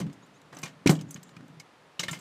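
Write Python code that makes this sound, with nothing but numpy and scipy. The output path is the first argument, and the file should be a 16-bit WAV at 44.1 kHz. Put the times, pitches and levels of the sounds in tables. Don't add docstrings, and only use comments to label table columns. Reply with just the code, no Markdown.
import sys
import numpy as np
from scipy import signal
from scipy.fft import rfft, irfft
from scipy.io import wavfile
from scipy.ndimage import uniform_filter1d

SR = 44100
rng = np.random.default_rng(int(sys.argv[2]) if len(sys.argv) > 2 else 0)


def wrap_up_sound(samples):
    columns = np.atleast_2d(samples).T
    tamed = np.clip(columns, -1, 1)
    steps = np.round(tamed * 32767).astype(np.int16)
    wavfile.write(sys.argv[1], SR, steps)


def elevation(decibels):
    levels = np.asarray(decibels, float)
    return 10 ** (levels / 20)


N = 97328

MODE_CHANCE_DB = 2.5


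def rms_one(x):
    return x / np.sqrt(np.mean(x ** 2) + 1e-20)


def at_hz(points, hz):
    table_hz, table_db = np.transpose(points)
    return np.interp(np.log(hz), np.log(table_hz), table_db)


def ring(force, hz, t60_s):
    radius = elevation(-60 / (t60_s * SR))
    w = 2 * np.pi * hz / SR
    return signal.lfilter([0, np.sin(w)], [1, -2 * radius * np.cos(w), radius ** 2], force + 1e-18)


def near(hz, centre_hz, octaves):
    return 1 / (1 + (np.log2(hz / centre_hz) / octaves) ** 2)


def bell(start_s, length_s):
    return np.sin(np.pi * np.clip((np.arange(N) / SR - start_s) / length_s, 0, 1))


def flutter(depth=.7):
    waver = rms_one(uniform_filter1d(rng.standard_normal(N), size=45))
    return np.sqrt(1 - depth ** 2) + depth * waver


def air():
    # f/Hz, level/dB
    air_spectrum = [(18, -69), (30, -15.5), (455, -2), (767, -4.5), (1020, -3.5), (1170, -4.5), (3590, -15),
                    (10200, -29.5), (15500, -42)]
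    level_db = -62
    hz = np.arange(1, N // 2 + 2) * SR / N
    spectrum = rfft(rng.standard_normal(N)) * elevation(at_hz(air_spectrum, hz))
    return elevation(level_db) * rms_one(irfft(spectrum, N))


def echoes(x):
    t60_s, level_db, gap_s, cut_hz = 0.18, -28, .004, 18000
    t = np.arange(SR // 4) / SR
    tail = rng.standard_normal(len(t)) * elevation(-60 * t / t60_s) * (t > gap_s)
    tail = signal.sosfilt(signal.butter(1, cut_hz, fs=SR, output="sos"), tail)
    tail /= np.sqrt(np.sum(tail ** 2))
    return elevation(level_db) * signal.fftconvolve(x, tail)[:N]


def bearings():
    # t/s, length/s, start f/Hz, level/dB
    squeaks = [
        (.218, .037, 6300, -66),
        (.33, .06, 5900, -71),
        (.33, .03, 6900, -76),
    ]
    # t/s, length/s, f/Hz, level/dB
    whirrs = [
        (.9, .09, 7200, -59),
        (1.06, .1, 6900, -67),
        (1.13, .09, 6500, -73),
        (1.23, .11, 7100, -71),
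    ]
    glide_per_s, low_ratio, low_db = 3.8, .57, -3
    half_width_hz = 350
    t, out = np.arange(N) / SR, np.zeros(N)
    for start_s, length_s, hz, db in squeaks:
        phase = 2 * np.pi * hz * (t - start_s + glide_per_s * (t - start_s) ** 2 / 2)
        tone = np.sin(phase) + elevation(low_db) * np.sin(low_ratio * phase)
        out += elevation(db) * bell(start_s, length_s) * tone * flutter(.35)
    noise = rng.standard_normal(N)
    for start_s, length_s, hz, db in whirrs:
        edges_hz = [hz - half_width_hz, hz + half_width_hz]
        band = signal.butter(2, edges_hz, "band", fs=SR, output="sos")
        breath = rms_one(signal.sosfilt(band, noise))
        out += elevation(db) * bell(start_s, length_s) * flutter() * breath
    return out


def planks():
    # t/s, peak level/dB, centre of excited modes f/Hz
    thumps = [(.003, -26, 195), (0.054, -36, 243), (0.533, -55, 241), (.634, -37, 157), (0.859, -14.5, 306),
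              (.869, -10.5, 213), (0.893, -8.5, 357), (1.068, -42, 165), (1.151, -34.5, 203),
              (1.367, -38.5, 200), (1.404, -39.5, 223), (1.179, -44.5, 170), (1.46, -48, 198),
              (1.499, -48.5, 182), (1.569, -48.5, 149), (1.993, -41, 176), (2.032, -61, 242),
              (2.086, -33, 193), (2.112, -38, 181)]
    # t/s, level/dB
    roll_levels = [(0, -31), (0.089, -43), (0.201, -55), (.5, -60), (.54, -46), (.7, -53), (.85, -56.5),
                   (.9, -29), (1.04, -43.5), (1.12, -53), (1.2, -57.5), (1.33, -54), (1.4, -49.5),
                   (1.58, -57), (1.64, -66.5), (1.98, -64.5), (2.019, -42), (2.2, -52.5)]
    # f/Hz, level/dB, t60/s
    plank_modes = [(120.6, -7, 0.39), (156, 9, 0.095), (177.1, -11, 0.39), (199.8, 1, 0.072),
                   (248.7, -4.5, 0.19), (280.4, -2.5, 0.22), (321, -3.5, 0.13), (382, -6.5, 0.082),
                   (422, -16.5, 0.17), (544, 7.5, 0.016), (677, -56.5, 0.11)]
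    thump_trim_db, roll_trim_db, spread_octaves = -7.5, -37.0, 0.31
    low_cut_hz, tyre_cut_hz = 125, 446
    blow_s, blow_db, centre_hz = np.transpose(thumps)
    roll_s, roll_db = np.transpose(roll_levels)
    roll = elevation(np.interp(np.arange(N) / SR, roll_s, roll_db) + roll_trim_db)
    blow_at = (blow_s * SR).astype(int)
    out = np.zeros(N)
    for hz, level_db, t60_s in plank_modes:
        chance_db = rng.normal(0, MODE_CHANCE_DB, len(blow_s))
        force = roll * rng.standard_normal(N)
        force[blow_at] -= elevation(blow_db + thump_trim_db + chance_db) * near(hz, centre_hz, spread_octaves)
        out += elevation(level_db) * ring(force, hz, t60_s)
    out = signal.sosfilt(signal.butter(3, low_cut_hz, "high", fs=SR, output="sos"), out)
    return signal.sosfilt(signal.butter(2, tyre_cut_hz, fs=SR, output="sos"), out)


def pings():
    # t/s, peak level/dB, f/Hz, t60/s
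    part_pings = [(0.634, -42, 2400, 0.084), (0.8937, -18.5, 179.3, 0.096), (1.993, -30, 3800, 0.026),
                  (.568, -37, 6100, 0.0098), (.8605, -7.5, 306, 0.014), (.863, -24, 2170, 0.013),
                  (.8728, -15, 5700, 0.01), (.873, -15, 2380, 0.011), (.877, -32, 2097, 0.023),
                  (.952, -43.5, 3270, 0.019), (.99, -52, 3120, 0.021), (1.109, -43.5, 6260, 0.02),
                  (0.8994, -21, 156, 0.18), (1.143, -35.5, 6570, 0.018), (1.232, -63, 7500, 0.075),
                  (1.367, -48.5, 2440, 0.028), (1.367, -51.5, 1290, 0.027), (1.6, -49, 2206, 0.045),
                  (1.6, -43.5, 5040, 0.016), (1.9937, -20, 2900, 0.014), (1.995, -35.5, 5500, 0.049),
                  (1.996, -33.5, 7150, 0.028), (1.997, -45, 1280, 0.047), (2.005, -45, 6220, 0.1),
                  (2.034, -26.5, 2120, 0.023), (2.084, -27, 1790, 0.024), (2.088, -37, 3640, 0.037),
                  (2.09, -48.5, 1357, 0.14), (2.112, -38.5, 7320, 0.036), (2.132, -44, 2084, 0.063),
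                  (0.00806, -33.5, 174.5, 0.2), (.057, -35.5, 203, 0.085), (.073, -39.5, 155, .12),
                  (1.008, -42, 177.2, 0.19), (1.09, -50, 150, .15), (1.995, -49, 170, 0.14),
                  (2.115, -44.5, 167, 0.11), (2.034, -45, 600, 0.052), (1.995, -40.5, 1230, 0.036),
                  (2.165, -54, 180, 0.069), (.915, -27, 294, 0.082), (.893, -18, 391, 0.048),
                  (.005, -41, 349, 0.057), (2.084, -39, 161.5, 0.085), (.862, -31, 978, 0.028),
                  (.548, -50, 7900, 0.014), (.586, -50, 5430, 0.017), (0.616, -53, 12100, .012),
             (0.634, -32.5, 6060, 0.014), (.658, -45.5, 6000, 0.027), (0.631, -42, 1090, 0.055),
             (.862, -34, 6800, 0.012), (.899, -33.5, 7130, 0.017), (1.107, -48.5, 10800, 0.02),
             (1.108, -48, 13300, 0.016), (1.112, -53, 9230, 0.048), (1.1083, -42, 7630, 0.018),
             (1.143, -49, 13000, .015), (1.158, -53, 1810, 0.015), (1.231, -55, 14800, .015),
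             (1.995, -37.5, 6840, 0.036), (2.033, -43, 2826, 0.03), (2.034, -39.5, 4027, .04),
             (2.034, -42, 6700, 0.033), (2.13, -44, 1000, 0.036), (2.129, -41, 8800, .02)]
    rise_s, trim_db = 0.0018, 6.5
    out = np.zeros(N)
    for start_s, db, hz, t60_s in part_pings:
        t = np.maximum(np.arange(N) / SR - start_s, 0)
        decay = elevation(db + trim_db - 60 * np.minimum(t / t60_s, 4))
        tone = decay * (1 - np.exp(-t / rise_s)) * np.sin(2 * np.pi * hz * t)
        if hz > 1000:
            tone = tone * flutter(min(hz / 9000, .7))
        out += tone
    return out


def frame():
    # t/s, peak level/dB, struck part f/Hz, burst t60/s
    clacks = [(.0005, -31, 6500, 0.067), (.013, -32, 2500, 0.038), (.021, -43.5, 2520, 0.11),
              (0.065, -42, 1800, 0.067), (0.096, -45, 1900, 0.065), (0.128, -46, 5630, 0.071),
              (0.262, -54.5, 9140, 0.044), (0.416, -37, 5400, 0.0096), (0.526, -42.5, 3900, 0.041),
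              (.533, -50, 6000, 0.025), (0.547, -45, 6350, 0.057), (0.568, -39, 5500, 0.042),
              (.586, -37.5, 8340, 0.061), (.617, -40, 9000, 0.033), (0.63, -23.5, 3070, 0.037),
              (.635, -25, 4480, .06), (.678, -42, 5000, .08), (0.653, -30.5, 2400, 0.14),
              (.861, -15, 2380, 0.06), (0.8729, -4, 3960, 0.019), (0.875, -19, 3040, 0.089),
              (0.8928, -7.5, 2970, 0.035), (0.897, -18.5, 7500, 0.11), (0.904, -25, 7000, 0.068),
              (.914, -36, 5040, 0.069), (0.951, -37.5, 3220, 0.11), (0.989, -40.5, 2820, 0.11),
              (1.011, -30.5, 4900, 0.037)]
    # t/s, peak level/dB, centre f/Hz, burst t60/s
    rattles = [(1.1062, -31, 9000, 0.02), (1.113, -48, 8040, 0.23), (1.14, -50, 5000, .03),
               (1.146, -48, 6900, 0.068), (1.159, -34.5, 2220, 0.048), (1.172, -44, 3920, 0.024),
               (1.2298, -35, 6000, 0.027), (1.291, -40.5, 3900, 0.022), (1.365, -36, 2580, 0.03),
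               (1.407, -39.5, 1480, 0.022), (1.48, -49, 9500, 0.026), (1.598, -32.5, 4560, 0.048),
               (1.9945, -18.5, 3900, 0.079), (2.0, -30, 3270, 0.087), (2.031, -23, 3020, 0.041),
               (2.035, -21.5, 3560, 0.058), (2.043, -36.5, 2540, 0.24), (2.082, -21, 2900, 0.052),
               (2.088, -32, 2700, 0.17), (2.11, -33.5, 7500, 0.17), (2.13, -29.5, 3120, 0.13),
               (2.14, -39.5, 2360, 0.29), (2.189, -40.5, 7400, 0.057)]
    # t/s, peak level/dB, centre f/Hz, burst t60/s
    scrapes = [
        (.001, -30.5, 960, 0.12),
        (0.527, -39.5, 1350, 0.2),
        (0.564, -41, 1440, 0.35),
        (0.635, -35, 1080, 0.1),
        (.862, -56, 700, 0.15),
        (0.893, -15.5, 730, 0.15),
        (2.036, -72, 700, .1),
        (2.084, -67, 700, 0.084),
    ]
    # f/Hz, density/dB per Hz
    crack_spectrum = [(300, 12.5), (1000, 3.5), (2500, -2.5), (6000, -5), (8000, -3.5), (10000, -10.5),
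                      (15000, -10.5)]
    # f/Hz, level/dB, t60/s
    tube_modes = [(1167, -6, 0.026), (1328, -23, 0.1), (1855, -1, 0.043), (2096, 5.5, 0.027),
                  (2400, -12.5, 0.018), (2826, -4, 0.049), (3070, -2.5, 0.021), (3740, -4.5, 0.031),
                  (4027, -19.5, 0.076), (4567, -7, 0.023), (5090, -24.5, 0.016), (6090, -2, 0.074),
                  (6850, -10, 0.084), (7420, 0, 0.05)]
    touches_per_s, smooth_share, rise_s = 2500, .5, 0.0011
    spread_octaves, crack_db, modes_db = 0.61, -2.5, -41
    size = SR // 4
    t = np.arange(size) / SR
    mode_hz = np.array(tube_modes)[:, 0]
    crack, force = np.zeros(N + size), np.zeros((len(mode_hz), N + size))
    onset = (1 + 0.77 * np.exp(-t / 0.0007)) * (1 - np.exp(-t / rise_s))
    for start_s, db, centre_hz, t60_s in [*clacks, *rattles, *scrapes]:
        hit = rng.random(size) < touches_per_s / SR
        touch = hit * 2 * rng.random(size) + smooth_share
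        burst = rms_one(touch * rng.standard_normal(size)) * elevation(db - 60 * t / t60_s) * onset
        i = int(start_s * SR)
        edges_hz = [centre_hz / 2, min(centre_hz * 1.8, 19000)]
        band = signal.butter(1, edges_hz, "band", fs=SR, output="sos")
        crack[i:i + size] += signal.sosfilt(band, burst)
        strength = elevation(rng.normal(0, MODE_CHANCE_DB, len(mode_hz)))
        share = near(mode_hz, centre_hz, spread_octaves) * strength
        force[:, i:i + size] += share[:, None] * burst
    modes = np.zeros(N + size)
    for k, (hz, db, t60_s) in enumerate(tube_modes):
        modes += (-1) ** k * elevation(db) * ring(force[k], hz, t60_s)
    shape = irfft(elevation(at_hz(crack_spectrum, np.linspace(20, SR / 2, 129))))
    shape = np.roll(shape, 128)[1:]
    crack = np.convolve(crack, signal.minimum_phase(np.convolve(shape, shape)))
    return elevation(crack_db) * crack[:N] + elevation(modes_db) * modes[:N]


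def scene():
    metal = frame() + pings()
    return (planks() + metal + echoes(metal) + bearings() + air())[None]


def low_pass(x):
    return signal.sosfilt(signal.butter(12, 15840, fs=SR, output="sos"), x)


def record(dry):
    low_cut_hz, top_cut_hz = 50, 16300
    x = signal.sosfilt(signal.butter(2, low_cut_hz, "high", fs=SR, output="sos"), dry)
    x = 0.69 * np.tanh(x / 0.47)
    x = signal.sosfilt(signal.cheby2(10, 50, top_cut_hz, fs=SR, output="sos"), x)
    return low_pass(x)


dry = scene()
out = record(dry)
wrap_up_sound(out)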